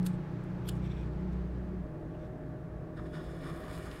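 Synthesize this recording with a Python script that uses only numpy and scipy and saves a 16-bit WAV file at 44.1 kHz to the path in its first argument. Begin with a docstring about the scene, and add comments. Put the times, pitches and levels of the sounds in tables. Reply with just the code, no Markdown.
"""Two scratchy strikes of a flint lighter sound in a bare masonry room, as its wheel scrapes the flint.
The second strike lights the gas, and the flame hisses softly. Held to a bundle of matches, it sets
the heads off in puffs that merge into a growing, sizzling flare. Behind the walls, over road noise,
two engines drone, one easing off as the other picks up with a faint whine."""
import sys
import numpy as np
from scipy import signal
from scipy.fft import rfft, irfft
from scipy.io import wavfile

SR = 44100
rng = np.random.default_rng(int(sys.argv[2]) if len(sys.argv) > 2 else 0)


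def to_wav(s):
    """Save 16-bit WAV."""
    ch = np.atleast_2d(s).T  # columns
    pcm = np.round(np.clip(ch, -1, 1) * 32767)  # PCM
    wavfile.write(sys.argv[1], SR, pcm.astype(np.int16))


N = 176400
T = np.arange(N) / SR
FREQS = np.fft.rfftfreq(N, 1 / SR) + 1e-3

# room notes stirred by traffic (pitch [Hz], width [Hz], start level [dB], middle [dB], end [dB])
ROOM_BOOMS = [(60, 9.1, -61, -51.5, -51.5), (124, 25.4, -53, -46.5, -54.5), (159, 11, -54, -47.5, -50),
              (274.6, 8.5, -65.5, -56.5, -54), (339, 94, -53.5, -61, -60), (607, 61, -68, -63, -67.5),
              (843, 49, -59, -66.5, -76), (1135, 17, -79.5, -74.5, -69)]
# tone colours of the steady room rumble and the road (frequency [Hz], relative level [dB])
RUMBLE_COLOUR = [(13, -46), (22, 2.5), (64, -1), (92, 0), (163, -2.5), (239, -5), (275, -7), (403, -5.5),
                 (625, -13), (944, -23.5), (1080, -20.5), (1210, -26), (1730, -22.5), (2400, -44.5),
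                 (15500, -55.5)]
TRAFFIC_COLOUR = [(150, 1.5), (320, -1.5), (520, -12.5), (850, -8.5), (1200, -8), (1700, -15), (2400, -20),
                  (5000, -46.5)]
# fading road noise, and a thin hiss that drops as the flame lights (time [s], level [dB])
TRAFFIC_LEVEL = [(0, -53.5), (.6, -53.5), (1.3, -55), (1.75, -57.5), (2.05, -59.5), (4, -59)]
AIR_LEVEL = [(0, -65.5), (.3, -67.5), (.65, -67), (.75, -76)]

# speed of the slow engine (time [s], firing rate [Hz])
SLOW_RATE = [(0, 30.0), (.3, 30), (.62, 30), (.85, 30.5), (1.05, 30.5), (1.3, 30.5), (1.75, 30.5),
             (1.9, 30)]
# its strong harmonics, tones at 2, 4, 5 and 6 times that rate (time [s], level [dB])
SLOW_2 = [(0, -49), (.25, -52), (.5, -59), (.72, -39.5), (1.0, -40), (1.55, -39.5), (2.0, -52.5),
          (2.4, -62), (3.0, -51), (4, -71)]
SLOW_4 = [(0, -37.5), (.2, -48.5), (.4, -43.5), (.8, -43), (1.5, -47.5), (2.0, -60), (2.5, -60)]
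SLOW_5 = [(0, -41), (.3, -41), (.45, -46.5), (.8, -42.5), (1.03, -44.5), (1.72, -55), (2.1, -60)]
SLOW_6 = [(0, -30), (0.111, -34.5), (.26, -46), (.42, -43.5), (.52, -39.5), (.9, -42), (1.1, -49.5),
          (1.261, -37), (1.47, -45), (1.8, -38.5), (1.92, -60)]
# its weak harmonics (multiple of the firing rate, base level [dB])
SLOW_WEAK = [(1, -59), (7, -57), (9, -68), (10, -57), (11, -56), (12, -55), (14, -64)]
# the fade those weak ones share (time [s], gain [dB])
SLOW_FADE = [(0, -1), (1.75, 0.5), (1.95, -15), (4, -13)]
# speed and strength of the fast engine (time [s], firing rate [Hz], gain [dB])
FAST_RUN = [(1.7, 40.11, -12), (2.0, 39.86, 0), (2.3, 41.32, -3), (2.6, 40.64, -5.5), (2.9, 40.04, -1.5),
            (3.2, 40.8, 2), (3.55, 41.92, 0), (3.8, 42.86, -1.5), (4, 42.6, -19)]
# its harmonics (multiple of the firing rate, base level [dB])
FAST_HARMONICS = [(4, -52), (8, -52.5), (9, -56.5), (10, -66), (11, -63.5), (12, -68.5), (13, -68.5),
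                  (14, -73), (15, -63), (16, -65.5), (17, -68.5), (18, -65), (28, -77.5)]
# its whine (time [s], pitch [Hz], level [dB])
FAST_WHINE = [(0, 609.6, -65), (.9, 618, -63), (1.6, 610.5, -59), (2.1, 613, -55.5), (2.4, 618.5, -59.5),
              (2.95, 610.5, -56.5), (3.2, 609.6, -55), (3.45, 610.8, -58.5), (3.7, 616.4, -54.5),
              (4, 622, -59.5)]

# hand rubs (time [s], half length [s], hiss level [dB], pitch [Hz], width [Hz], ring level [dB])
HAND_RUBS = [(0.054, 0.0027, -71, 8400, 1200, -76), (0.087, 0.0098, -66.5, 8400, 1400, -82),
             (0.14, 0.01, -72.5, 8250, 1400, -71), (0.662, 0.0085, -72, 11900, 1000, -65),
             (0.766, 0.015, -73, 6500, 5000, -76), (0.852, 0.021, -76, 6800, 5000, -64),
             (0.915, 0.011, -65, 3620, 350, -63), (0.984, 0.043, -82, 6000, 5500, -67.5),
             (1.331, 0.0099, -75, 5505, 4500, -70.5), (2.134, 0.033, -80, 3000, 900, -92),
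             (2.234, 0.03, -81, 5000, 4500, -74.5)]
# notes of the hollow fist around the lighter (pitch [Hz], width [Hz], relative level [dB])
FIST_RINGS = [(2400, 430, 1.5), (3480, 480, -2), (5580, 510, -11), (7740, 800, -17.5)]
# lighter ticks and match pops (time [s], level [dB], pitch [Hz], width [Hz], decay [s])
TICKS_AND_POPS = [(0.0297, -54, 4830, 4500, 0.0011), (.075, -49, 9000, 9100, .0015),
                  (.438, -66.5, 8600, 5000, 0.0055), (.676, -51, 4200, 900, .003),
                  (.725, -65, 9500, 3000, .002), (1.452, -76, 12500, 4000, .003),
                  (2.146, -64.5, 2800, 200, .012), (3.063, -70, 6500, 5000, .003),
                  (3.364, -74, 13500, 4000, 0.0022), (3.734, -62, 8000, 5000, .002),
                  (3.784, -56, 10300, 7000, .0025), (3.914, -49.5, 3000, 1900, 0.0043)]
# hiss of the lighter flame (time [s], level [dB])
GAS_LEVEL = [(.69, -98), (.73, -68.5), (1.05, -68.5), (1.45, -69.5), (1.75, -74), (1.9, -82), (2.9, -105)]
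# tone colour of that flame and of the thin hiss (frequency [Hz], relative level [dB])
SOFT_HISS_COLOUR = [(800, -5), (1800, 5), (3000, -1), (4200, -4), (6000, -11), (9000, -20), (15000, -32)]
# strikes of the wheel (time [s], level [dB], rasp length [s], hood pitch [Hz], hood level [dB])
WHEEL_STRIKES = [(0.064, -41, 0.0042, 4030, -54), (0.6885, -40, 0.0044, 3290, -43)]
# tone colour of the flint's rasp (frequency [Hz], relative level [dB])
FLINT_COLOUR = [(500, -15), (1400, 7), (2100, -6.5), (2900, 4), (4400, 2.5), (5900, -6), (6700, -2),
                (8700, 2), (10800, 0), (12600, -.5), (13700, -10), (16000, -10)]

# puffs of the flare (time [s], base levels of low rush [dB], middle hiss [dB], high sizzle [dB])
FLARE_LEVELS = [(2.954, -85, -86, -84), (2.974, -56, -68, -74), (3.002, -52, -74, -80),
                (3.012, -81, -78, -79), (3.026, -54, -79, -78), (3.044, -72, -81, -81),
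                (3.06, -55, -70, -76), (3.098, -80, -80, -81), (3.152, -48.5, -61.5, -69),
                (3.226, -58, -68.5, -71.5), (3.382, -58, -68.5, -72), (3.398, -57.5, -68, -73),
                (3.474, -49, -60, -65), (3.522, -53.5, -65.5, -67), (3.67, -51, -66, -69.5),
                (3.742, -51, -59.5, -62), (3.86, -54, -63, -66), (4.0, -53.5, -63, -66.5)]
# tone colours of those three layers (frequency [Hz], relative level [dB])
RUSH_COLOUR = [(350, -12), (800, 2), (1150, 5.5), (1550, 0.5), (1900, 1), (2200, -6), (3000, -45)]
HISS_COLOUR = [(1700, -32), (2300, 7.5), (3000, 4), (3500, -0.5), (4300, 2), (5300, -2.5), (5900, -15),
               (7500, -35)]
SIZZLE_COLOUR = [(4800, -21), (6400, -1), (8300, 1.5), (10300, 1.5), (11800, -1.5), (13500, -11),
                 (16000, -13)]
# ringing peaks in the flare's hiss, coloured by the table and room
# (pitch [Hz], width [Hz], starting level against the hiss [dB])
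FLARE_RINGS = [(1127.5, 37, -7), (1450, 55, 7), (3440, 310, -2), (3750, 86, -5), (5200, 350, -9)]
# finest fizz at the top of the flare (time [s], level [dB])
FIZZ_LEVEL = [(2.95, -93), (3.12, -89), (3.28, -82), (3.33, -89), (3.55, -80), (3.73, -77), (4, -85)]
# echoes off the bundles and the table: one list of (delay [s]), one of (relative level [dB])
ECHO_DELAYS = [.000585, .001709]
ECHO_LEVELS = [-14, -9.5]

TOP_HZ = 15750


def undb(db):
    """Turn decibels into a number to multiply by."""
    return 10 ** (np.asarray(db) / 20)


def unit(x):
    """Scale a signal to an average strength (rms) of 1."""
    return x / np.sqrt(np.mean(x ** 2))


def curve(rows, column=1):
    """Join one column of a table with straight lines over time."""
    rows = np.array(rows, float)
    return np.interp(T, rows[:, 0], rows[:, column])


def noise():
    """White noise: all frequencies, equally strong."""
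    return rng.standard_normal(N)


def colour(x, points):
    """Give a sound a tone colour from (Hz, dB) points, fading away outside them."""
    hz, db = np.array(points, float).T
    edges = 1 / np.sqrt((1 + (hz[0] / FREQS / 1.5) ** 6) * (1 + (FREQS / hz[-1] / 1.5) ** 6))
    shape = undb(np.interp(np.log(FREQS), np.log(hz), db))
    return unit(irfft(rfft(x) * edges * shape, N))


def band(hz, width_hz):
    """Noise that rings around one pitch."""
    detune = (FREQS / hz - hz / FREQS) * hz / width_hz
    return unit(irfft(rfft(noise()) / (1 + .5 * detune ** 2), N))


def wobble(rate_hz):
    """A smooth random wobble, about 1 in size."""
    return unit(irfft(rfft(noise()) * np.exp(-(FREQS / rate_hz) ** 2), N))


def clicks(per_s, spread_db):
    """A dense shower of clicks of uneven size."""
    size = undb(spread_db * np.minimum(rng.exponential(size=N), 4))
    return unit((rng.random(N) < per_s / SR) * size * np.sign(noise()))


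def burst(start, rise_s, fall_s, hold_s=0):
    """A loudness shape that swells up to its start time, holds and dies away."""
    return np.exp(np.minimum(T - start, 0) / rise_s - np.maximum(T - start - hold_s, 0) / fall_s)


def tone(hz, db, waver_db, waver_hz):
    """A pure tone whose level wavers."""
    phase = 2 * np.pi * (np.cumsum(hz) / SR + rng.random())
    return np.sqrt(2) * np.sin(phase) * undb(db + waver_db * wobble(waver_hz))


def background():
    """Traffic makes the room boom; road noise recedes over a thin hiss and a steady rumble."""
    times = [0, T[-1] / 2, T[-1]]
    booms = sum(undb(np.interp(T, times, db)) * band(hz, width) for hz, width, *db in ROOM_BOOMS)
    road = colour(noise(), TRAFFIC_COLOUR) * undb(curve(TRAFFIC_LEVEL))
    air = colour(noise(), SOFT_HISS_COLOUR) * undb(curve(AIR_LEVEL))
    rumble = undb(-46.5) * colour(noise(), RUMBLE_COLOUR)
    return booms + road + air + rumble


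def slow_engine():
    """An engine eases off; only the low harmonics of its firing get through the walls."""
    rate = curve(SLOW_RATE) * (1 + 0.0039 * wobble(11.7))
    strong = sum(tone(k * rate, curve(levels), waver_db=1.4, waver_hz=9.1)
                 for k, levels in [(2, SLOW_2), (4, SLOW_4), (5, SLOW_5), (6, SLOW_6)])
    weak = sum(tone(k * rate, db + curve(SLOW_FADE), waver_db=3, waver_hz=15.3) for k, db in SLOW_WEAK)
    return strong + weak


def fast_engine():
    """A faster engine picks up behind the walls, with low harmonics and a faint whine."""
    rate = curve(FAST_RUN) * (1 + 0.0016 * wobble(8.67))
    gain_db = curve(FAST_RUN, column=2)
    drone = sum(tone(k * rate, db + gain_db, waver_db=2.5, waver_hz=11) for k, db in FAST_HARMONICS)
    whine_hz = curve(FAST_WHINE) * (1 + 0.0039 * wobble(20.7))
    return drone + tone(whine_hz, curve(FAST_WHINE, column=2), waver_db=-1, waver_hz=14)


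def room(x):
    """The bare walls throw sound back as a short, duller tail."""
    fade_s, dull_above_hz, echo_db = 0.21, 8100, -12
    tail = noise() * undb(-60 * T / fade_s) * (T > .004)
    spectrum = rfft(tail / np.sqrt(np.sum(tail ** 2)))
    dull_tail = irfft(spectrum / np.sqrt(1 + (FREQS / dull_above_hz) ** 4), N)[:SR]
    return x + undb(echo_db) * signal.fftconvolve(x, dull_tail)[:N]


def rubs():
    """The hand rubs softly on the lighter, and the hollow of the fist rings."""
    fist = sum(undb(db) * band(hz, width) for hz, width, db in FIST_RINGS)
    out = 0
    for time, half_length, db, hz, width, ring_db in HAND_RUBS:
        swell = np.exp(-.5 * ((T - time) / half_length) ** 2)
        out += (undb(db) * band(hz, width) + undb(ring_db) * fist) * swell
    return out * undb(1.9 * wobble(120))


def ticks():
    """The lighter ticks and match heads pop, each a tiny burst of noise."""
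    return sum(undb(db) * band(hz, width) * burst(time, rise_s=0.00033, fall_s=decay)
               for time, db, hz, width, decay in TICKS_AND_POPS)


def gas_flame():
    """Burning gas hisses softly, with a slight flutter."""
    return colour(noise(), SOFT_HISS_COLOUR) * undb(curve(GAS_LEVEL) + 1.2 * wobble(25))


def lighter():
    """The wheel scrapes and sings, then its teeth tear across the flint and the metal hood rings."""
    fall_s, scrape_lead_s = 0.0032, 0.02
    teeth = undb(-3) * clicks(per_s=8800, spread_db=4.5)
    rasp = colour(noise() + teeth, FLINT_COLOUR)
    wheel = band(12600, width_hz=730)
    out = 0
    for start, db, length, hood_hz, hood_db in WHEEL_STRIKES:
        scrape = undb(-10.5) * burst(start, 0.011, fall_s) * (T > start - scrape_lead_s)
        sing = undb(-16) * burst(start, 0.0097, fall_s)
        tear = burst(start, 0.00078, fall_s, hold_s=length)
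        hood = undb(hood_db) * band(hood_hz, width_hz=320)
        out += (undb(db) * rasp + hood) * np.maximum(tear, scrape) + undb(db) * wheel * sing
    return out


def near_echoes(x):
    """Echoes off nearby surfaces strengthen some frequencies and weaken others."""
    paths = 1 + sum(undb(db) * np.exp(-2j * np.pi * FREQS * delay)
                    for delay, db in zip(ECHO_DELAYS, ECHO_LEVELS))
    return irfft(rfft(x) * paths / np.sqrt(np.mean(np.abs(paths) ** 2)), N)


def spurt(x):
    """Eight frequency ranges each swell and sink at random, as when single heads take fire."""
    centres_hz = np.geomspace(1500, TOP_HZ, 8)
    shares = [np.interp(FREQS, centres_hz, row) for row in np.eye(len(centres_hz))]
    return sum(irfft(rfft(x) * share, N) * undb(1.1 * wobble(12)) for share in shares)


def matches():
    """Match heads catch in puffs that rush, hiss and sputter, brightening as the flame grows."""
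    start, catch_s, ring_fade_db_per_s = FLARE_LEVELS[0][0], 0.022, 10
    burning_s = np.maximum(T - start, 0)
    rings = sum(undb(db) * band(hz, width) for hz, width, db in FLARE_RINGS)
    # the ringing peaks fade against the hiss as the flare grows
    flare = rings * undb(curve(FLARE_LEVELS, column=2) - ring_fade_db_per_s * burning_s)
    crackle = undb(-6) * clicks(per_s=470, spread_db=2.5)
    for column, points, gain_db in [(1, RUSH_COLOUR, -1.5), (2, HISS_COLOUR, -.3),
                                    (3, SIZZLE_COLOUR, -.5)]:
        flare += colour(noise() + crackle, points) * undb(gain_db + curve(FLARE_LEVELS, column))
    treble = irfft(rfft(flare) / (1 + (9520 / FREQS) ** 12), N)
    flare -= 0.48 * np.exp(-burning_s / .4) * treble  # the first puffs are duller
    flare += band(13700, width_hz=2800) * undb(curve(FIZZ_LEVEL))
    flutter = undb(0.66 * wobble(70))
    fade_in = np.clip((T - start) / catch_s + 1, 0, 1)
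    return near_echoes(spurt(flare) * flutter * fade_in)


def scene():
    """The lighter and matches in the room, over the drone from outside, in one channel."""
    near = room(lighter() + ticks() + rubs() + gas_flame() + matches())
    return (near + slow_engine() + fast_engine() + background())[None]


def record(dry):
    """Cut away the very highest treble."""
    return signal.sosfilt(signal.ellip(10, .2, 70, TOP_HZ, fs=SR, output="sos"), dry)


dry = scene()
out = record(dry)
to_wav(out)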